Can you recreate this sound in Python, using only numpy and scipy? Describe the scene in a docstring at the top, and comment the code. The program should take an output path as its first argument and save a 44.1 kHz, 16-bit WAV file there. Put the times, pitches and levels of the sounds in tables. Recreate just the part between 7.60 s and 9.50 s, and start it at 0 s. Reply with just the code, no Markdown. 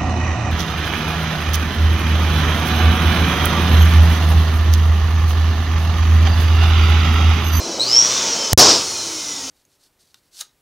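"""An electric pump fills a balloon in a small room. At first its motor coasts, the fan rushes and
air churns in the balloon. A short burst of power brings a rising whine that pulses with the mains,
then the motor coasts down again. The balloon bursts: the bang jams the microphone for a moment and
the room rings into the limiter. Last, the fan runs down with its nozzle open."""
import sys
import numpy as np
from scipy import signal
from scipy.fft import rfft, irfft
from scipy.io import wavfile
from scipy.ndimage import uniform_filter1d, minimum_filter1d

SR = 44100
rng = np.random.default_rng(int(sys.argv[2]) if len(sys.argv) > 2 else 0)


def log_audio(samples):
    """Write samples as a 16-bit WAV file to the path given in sys.argv[1]."""
    # one column per channel
    frames = np.atleast_2d(samples).T
    # limit to full scale, then quantise
    limited = np.clip(frames, -1, 1)
    pcm = np.round(limited * 32767).astype(np.int16)
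    wavfile.write(sys.argv[1], SR, pcm)


N = 83790
T = np.arange(N) / SR
HZ = np.fft.rfftfreq(N, 1 / SR)
POWER_ON_S, POWER_OFF_S = .1945, .545
TEAR_S, BANG_S, JAM_S, FREE_S = .924, .9311, .9325, .976
MAINS_PULSE_HZ = 120
BLADES, SEGMENTS = 7, 12  # of the fan, and of the commutator (the motor's spinning contact)


def amp(db):
    """Turns decibels into a gain."""
    return 10 ** (np.asarray(db) / 20)


def unit(x):
    """Scales a signal to an average (rms) size of 1."""
    return x / np.sqrt(np.mean(x ** 2) + 1e-20)


def curve(points):
    """Joins (time, value) points with straight lines."""
    return np.interp(T, *np.transpose(points))


def at_pitch(points, hz, column=1):
    """Looks up one column of a table at the given pitches."""
    table = np.transpose(points)
    return np.interp(np.log(hz + 1), np.log(table[0]), table[column])


def shaped_noise(gains):
    """Noise of size 1, with its own weight for each pitch."""
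    return unit(irfft(rfft(rng.standard_normal(N)) * gains, N))


def noise(points):
    """Noise with the tone colour given in a table."""
    return shaped_noise(amp(at_pitch(points, HZ)))


def drift(rate_hz):
    """A random wobble; a higher rate makes it quicker."""
    return shaped_noise(np.exp(-(HZ / rate_hz) ** 2))


# Tone colour of the background: pitch_hz, relative_db
BACKGROUND_COLOUR = [(25, -14), (55, 18), (100, 8), (200, -22), (1000, -4), (8000, -15), (16000, -4)]

def background():
    """A faint, steady rumble and hiss."""
    return amp(-50) * noise(BACKGROUND_COLOUR)


# Hollow spaces in the pump's housing: pitch_hz, width_hz, relative_db
HOLLOWS = [(910.4, 8.5, -44), (1311, 10, -52), (2065, 106, -50), (2510, 70, -49.5), (3052, 53, -43)]

def housing_hollows(log_speed):
    """Air rings the hollows at steady pitches, louder when the fan is faster."""
    rings = sum(amp(db) * shaped_noise(1 / (1 + (2 * (HZ - hz) / width) ** 2))
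                for hz, width, db in HOLLOWS)
    return rings * amp(23 * log_speed)


# Tone colour of the air in the balloon: pitch_hz, relative_db
CHURN_COLOUR = [(30, -40), (70, -9.5), (110, -26), (180, -6.5), (330, -1), (620, 1), (950, -6),
                (1500, -14.5), (3000, -54), (16000, -70)]
# How loudly it churns: time_s, level_db
CHURN_LEVEL = [(0, -31.5), (.1, -31), (.22, -32.5), (.3, -36.5), (.6, -33), (.92, -32)]

def balloon_churn():
    """Air churns in the balloon until it bursts."""
    level_db = curve(CHURN_LEVEL) + 1.5 * drift(rate_hz=55)
    return amp(level_db) * noise(CHURN_COLOUR) * (T < BANG_S)


# Tone colour of the fan with the balloon on: pitch_hz, relative_db
RUSH_WITH_BALLOON = [(60, -19), (250, -13), (500, -37), (1100, -6), (1800, -13), (2700, -9.5), (4000, -6.5),
                     (5000, -5), (5800, 2), (6800, -4.5), (8000, -14), (10000, -28.5), (12000, -33.5),
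                     (16000, -30)]
# The same with the nozzle open: pitch_hz, relative_db
RUSH_OPEN = [(40, -24), (90, -11.5), (190, -13), (380, -5), (1000, -11), (1350, -8), (1750, -18.5),
             (2700, -14.5), (4200, -7), (4800, -9), (5750, -2), (7100, -4.5), (7800, -12.5), (9800, -13.5),
             (10400, -24.5), (12000, -28), (16000, -26)]

def fan_rush(log_speed, power, pulse):
    """The rush of air follows the fan's speed and throbs while the power is on."""
    throb = 1 + .33 * power * (2 * pulse - 1)
    filling = amp(-27.5 + 72 * log_speed) * noise(RUSH_WITH_BALLOON) * throb
    open_nozzle = amp(-25 + 38 * log_speed) * noise(RUSH_OPEN)
    return np.where(T < BANG_S, filling, open_nozzle)


# How fast the motor's shaft spins: time_s, turns_per_s
SHAFT_SPEED = [(0, 344.5), (.195, 321.5), (.216, 339), (.25, 371), (.294, 415), (.325, 435), (.356, 453),
               (.394, 470), (.476, 497), (.54, 519), (.7, 476), (.82, 445), (.92, 425), (1.2, 383),
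               (1.37, 349), (1.5, 324.5), (1.7, 290), (1.9, 260)]

def spinning_shaft():
    """The shaft coasts, speeds up and runs down, turning a little unevenly."""
    speed = curve(SHAFT_SPEED)
    uneven_speed = speed * (1 + .0008 * drift(rate_hz=54))
    return speed, 2 * np.pi * np.cumsum(uneven_speed) / SR


# Shaft tones that stand out, each fading away from its best speed:
# multiple, with_balloon_db, nozzle_open_db, best_turns_per_s, fade_db_per_octave
STRONG_TONES = [(1, -39.5, -42.5, 390, 7.5), (2, -42, -53.5, 960, 3.5), (3, -47, -53, 440, 11),
                (13, -42.5, -44.5, 520, 1.5), (18, -41, -38.5, 330, 17), (20, -30, -33.5, 290, 81),
                (21, -47.5, -46, 295, 15)]
# How the housing colours the weaker tones: pitch_hz, relative_db
HOUSING_COLOUR = [(300, -47), (1300, -58), (2200, -53), (4000, -47.5), (5700, -35), (7000, -49),
                  (8500, -57.5), (10500, -58.5), (12500, -97), (16000, -66)]
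# The commutator's smooth tone: time_s, level_db
COMMUTATOR_TONE = [(0, -37), (.19, -40), (.64, -37), (.69, -27), (.74, -26), (.79, -31), (.85, -28),
                   (.92, -34), (1.2, -42), (1.28, -36), (1.42, -37), (1.52, -47), (1.9, -51)]
# The tone an octave above it: time_s, level_db
COMMUTATOR_OCTAVE = [(0, -51), (.33, -54), (.4, -68), (.7, -68), (.79, -54), (.92, -53), (1.55, -57),
                     (1.72, -40), (1.9, -43)]
# The tone of the fan blades: time_s, level_db
BLADE_TONE = [(0, -50), (.28, -52), (.315, -33), (.44, -39), (.56, -30), (.65, -39), (.77, -41), (.84, -35),
              (.92, -37), (1.25, -47), (1.8, -50), (1.9, -58)]

def shaft_tones(speed, angle, log_speed):
    """Each multiple of the shaft's speed sings faintly, and a few stand out."""
    strong_db = {}
    for multiple, balloon_db, open_db, best_speed, fade in STRONG_TONES:
        octaves_away = abs(np.log2(speed / best_speed))
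        strong_db[round(multiple)] = np.where(T < BANG_S, balloon_db, open_db) - fade * octaves_away
    strong_db[SEGMENTS] = curve(COMMUTATOR_TONE)
    strong_db[2 * SEGMENTS] = curve(COMMUTATOR_OCTAVE)
    strong_db[BLADES] = curve(BLADE_TONE)
    tones = np.zeros(N)
    for multiple in range(1, 46):
        pitch_hz = multiple * speed
        weak_db = at_pitch(HOUSING_COLOUR, pitch_hz) + 31 * log_speed
        tone = np.sin(multiple * angle + 2 * np.pi * rng.random()) * (pitch_hz < SR / 2)
        shimmer_db = 2 * drift(rate_hz=22)
        tones += np.sqrt(2) * amp(strong_db.get(multiple, weak_db) + shimmer_db) * tone
    return tones


# The commutator's whine under power: time_s, level_db
WHINE_LEVEL = [(.195, -21.5), (.216, -15), (.235, -20.5), (.25, -30), (.285, -24), (.32, -15.5), (.35, -10),
               (.39, -5), (.425, -20.5), (.465, -19), (.5, -33), (.545, -32)]

def powered_motor(angle, power, pulse):
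    """Under power the commutator whines with each mains pulse, the brushes fizz and the iron hums."""
    octave_fade = np.exp(-np.maximum(T - POWER_ON_S, 0) / .04)
    tone = np.sin(SEGMENTS * angle) + amp(-14) * np.sin(2 * SEGMENTS * angle) * octave_fade
    whine_db = curve(WHINE_LEVEL) + 1.5 * drift(rate_hz=36)
    whine = amp(whine_db) * unit(pulse ** 1.34) * np.sqrt(2) * tone
    treble_filter = signal.butter(1, 7000, "high", fs=SR)
    fizz = unit(signal.lfilter(*treble_filter, rng.standard_normal(N)))
    hum = np.sqrt(2) * np.sin(2 * np.pi * MAINS_PULSE_HZ * T)
    return power * (whine + amp(-43) * pulse * fizz + amp(-47) * hum)


def room(x, ring_s=.32, echo_db=-4.5):
    """The walls add a short tail of scattered echoes."""
    t = T[:SR // 2]
    echoes = rng.standard_normal(len(t)) * (rng.random(len(t)) < .05) * (t > .004)
    tail = echoes * np.exp(-np.log(1000) * t / ring_s)
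    return x + amp(echo_db) * signal.fftconvolve(x, tail / np.linalg.norm(tail))[:N]


# The bang in the room: pitch_hz, relative_db, ring_s (time to fade by 60 dB)
BANG_RING = [(40, -18, 0.55), (121, -11.5, 0.35), (307, -2, 0.44), (677, 2.5, 0.33), (1020, -2, 0.4),
             (1930, -14, 0.4), (3050, -11, 0.45), (4310, -1, 0.38), (5350, 3.5, 0.43), (6130, 4, 0.32),
             (8240, -13.5, 0.38), (10900, -19.5, 0.23), (16000, -39, 0.49)]

def balloon_burst(crack_fade_s=.004):
    """Pressure swells as the skin tears, the rubber cracks, and the bang dies away in the room."""
    hz, t, bands = signal.stft(noise(BANG_RING), SR, nperseg=512)
    ring_s = at_pitch(BANG_RING, hz, column=2)[:, None]
    fade = np.exp(-np.log(1000) * np.maximum(t - BANG_S, 0) / ring_s)
    bang = signal.istft(bands * fade, SR, nperseg=512)[1][:N]
    swell = ((T - TEAR_S) / (BANG_S - TEAR_S)).clip(0, 1) ** 2.8
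    crack = rng.standard_normal(N) * np.exp(-np.maximum(T - BANG_S, 0) / crack_fade_s)
    return np.where(T < BANG_S, amp(2.5) * swell, amp(28) * crack + amp(19.5) * bang)


def scene():
    """The pump and the balloon, straight ahead."""
    speed, angle = spinning_shaft()
    log_speed = np.log10(speed / 400)  # 0 at 400 turns a second, below 0 when slower
    power = uniform_filter1d(1. * ((T > POWER_ON_S) & (T < POWER_OFF_S)), size=200)
    pulse = np.sin(np.pi * MAINS_PULSE_HZ * (T - POWER_ON_S)) ** 2  # one per mains half wave
    motor = shaft_tones(speed, angle, log_speed) + powered_motor(angle, power, pulse)
    pump = room(motor)
    air = fan_rush(log_speed, power, pulse) + balloon_churn()
    flutter = amp(.47 * drift(rate_hz=150))
    mono = pump + air * flutter + housing_hollows(log_speed) + balloon_burst() + background()
    return np.array([mono, mono])


def microphone_jam(x, limit=2.9, stuck_at=-1.45, bass_hz=90, bass_q=1.2):
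    """The bang pins the microphone at one value; it comes free lopsided, and its bass filter rings."""
    offset = 3.2 * np.exp(-np.maximum(T - FREE_S, 0) / .015) * (T >= FREE_S)
    clipped = np.clip(x + offset, -limit, limit)
    jammed = np.where((T > JAM_S) & (T < FREE_S), stuck_at, clipped)
    corner = 2 * np.pi * bass_hz
    bass_cut = signal.bilinear([1, 0, 0], [1, corner / bass_q, corner ** 2], SR)
    return signal.lfilter(*bass_cut, jammed)


def limiter(x, ceiling_db=-.5, recovery_db_per_s=900):
    """Turns loud peaks down at once, then quickly lets the level back up."""
    recovery_db = T * recovery_db_per_s
    over_db = np.maximum(20 * np.log10(abs(x).max(0) + 1e-9) - ceiling_db, 0)
    held_db = np.maximum.accumulate(over_db + recovery_db) - recovery_db
    widened_db = -minimum_filter1d(-held_db, size=15)
    return x / amp(uniform_filter1d(widened_db, size=15))


def record(dry):
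    """The microphone jams, the limiter tames the peaks, and the highest treble is cut."""
    limited = limiter(microphone_jam(dry))
    treble_cut = signal.firwin(255, 16000, window=("kaiser", 8), fs=SR)
    return signal.oaconvolve(limited, treble_cut[None], "same")


dry = scene()
out = record(dry)
log_audio(out)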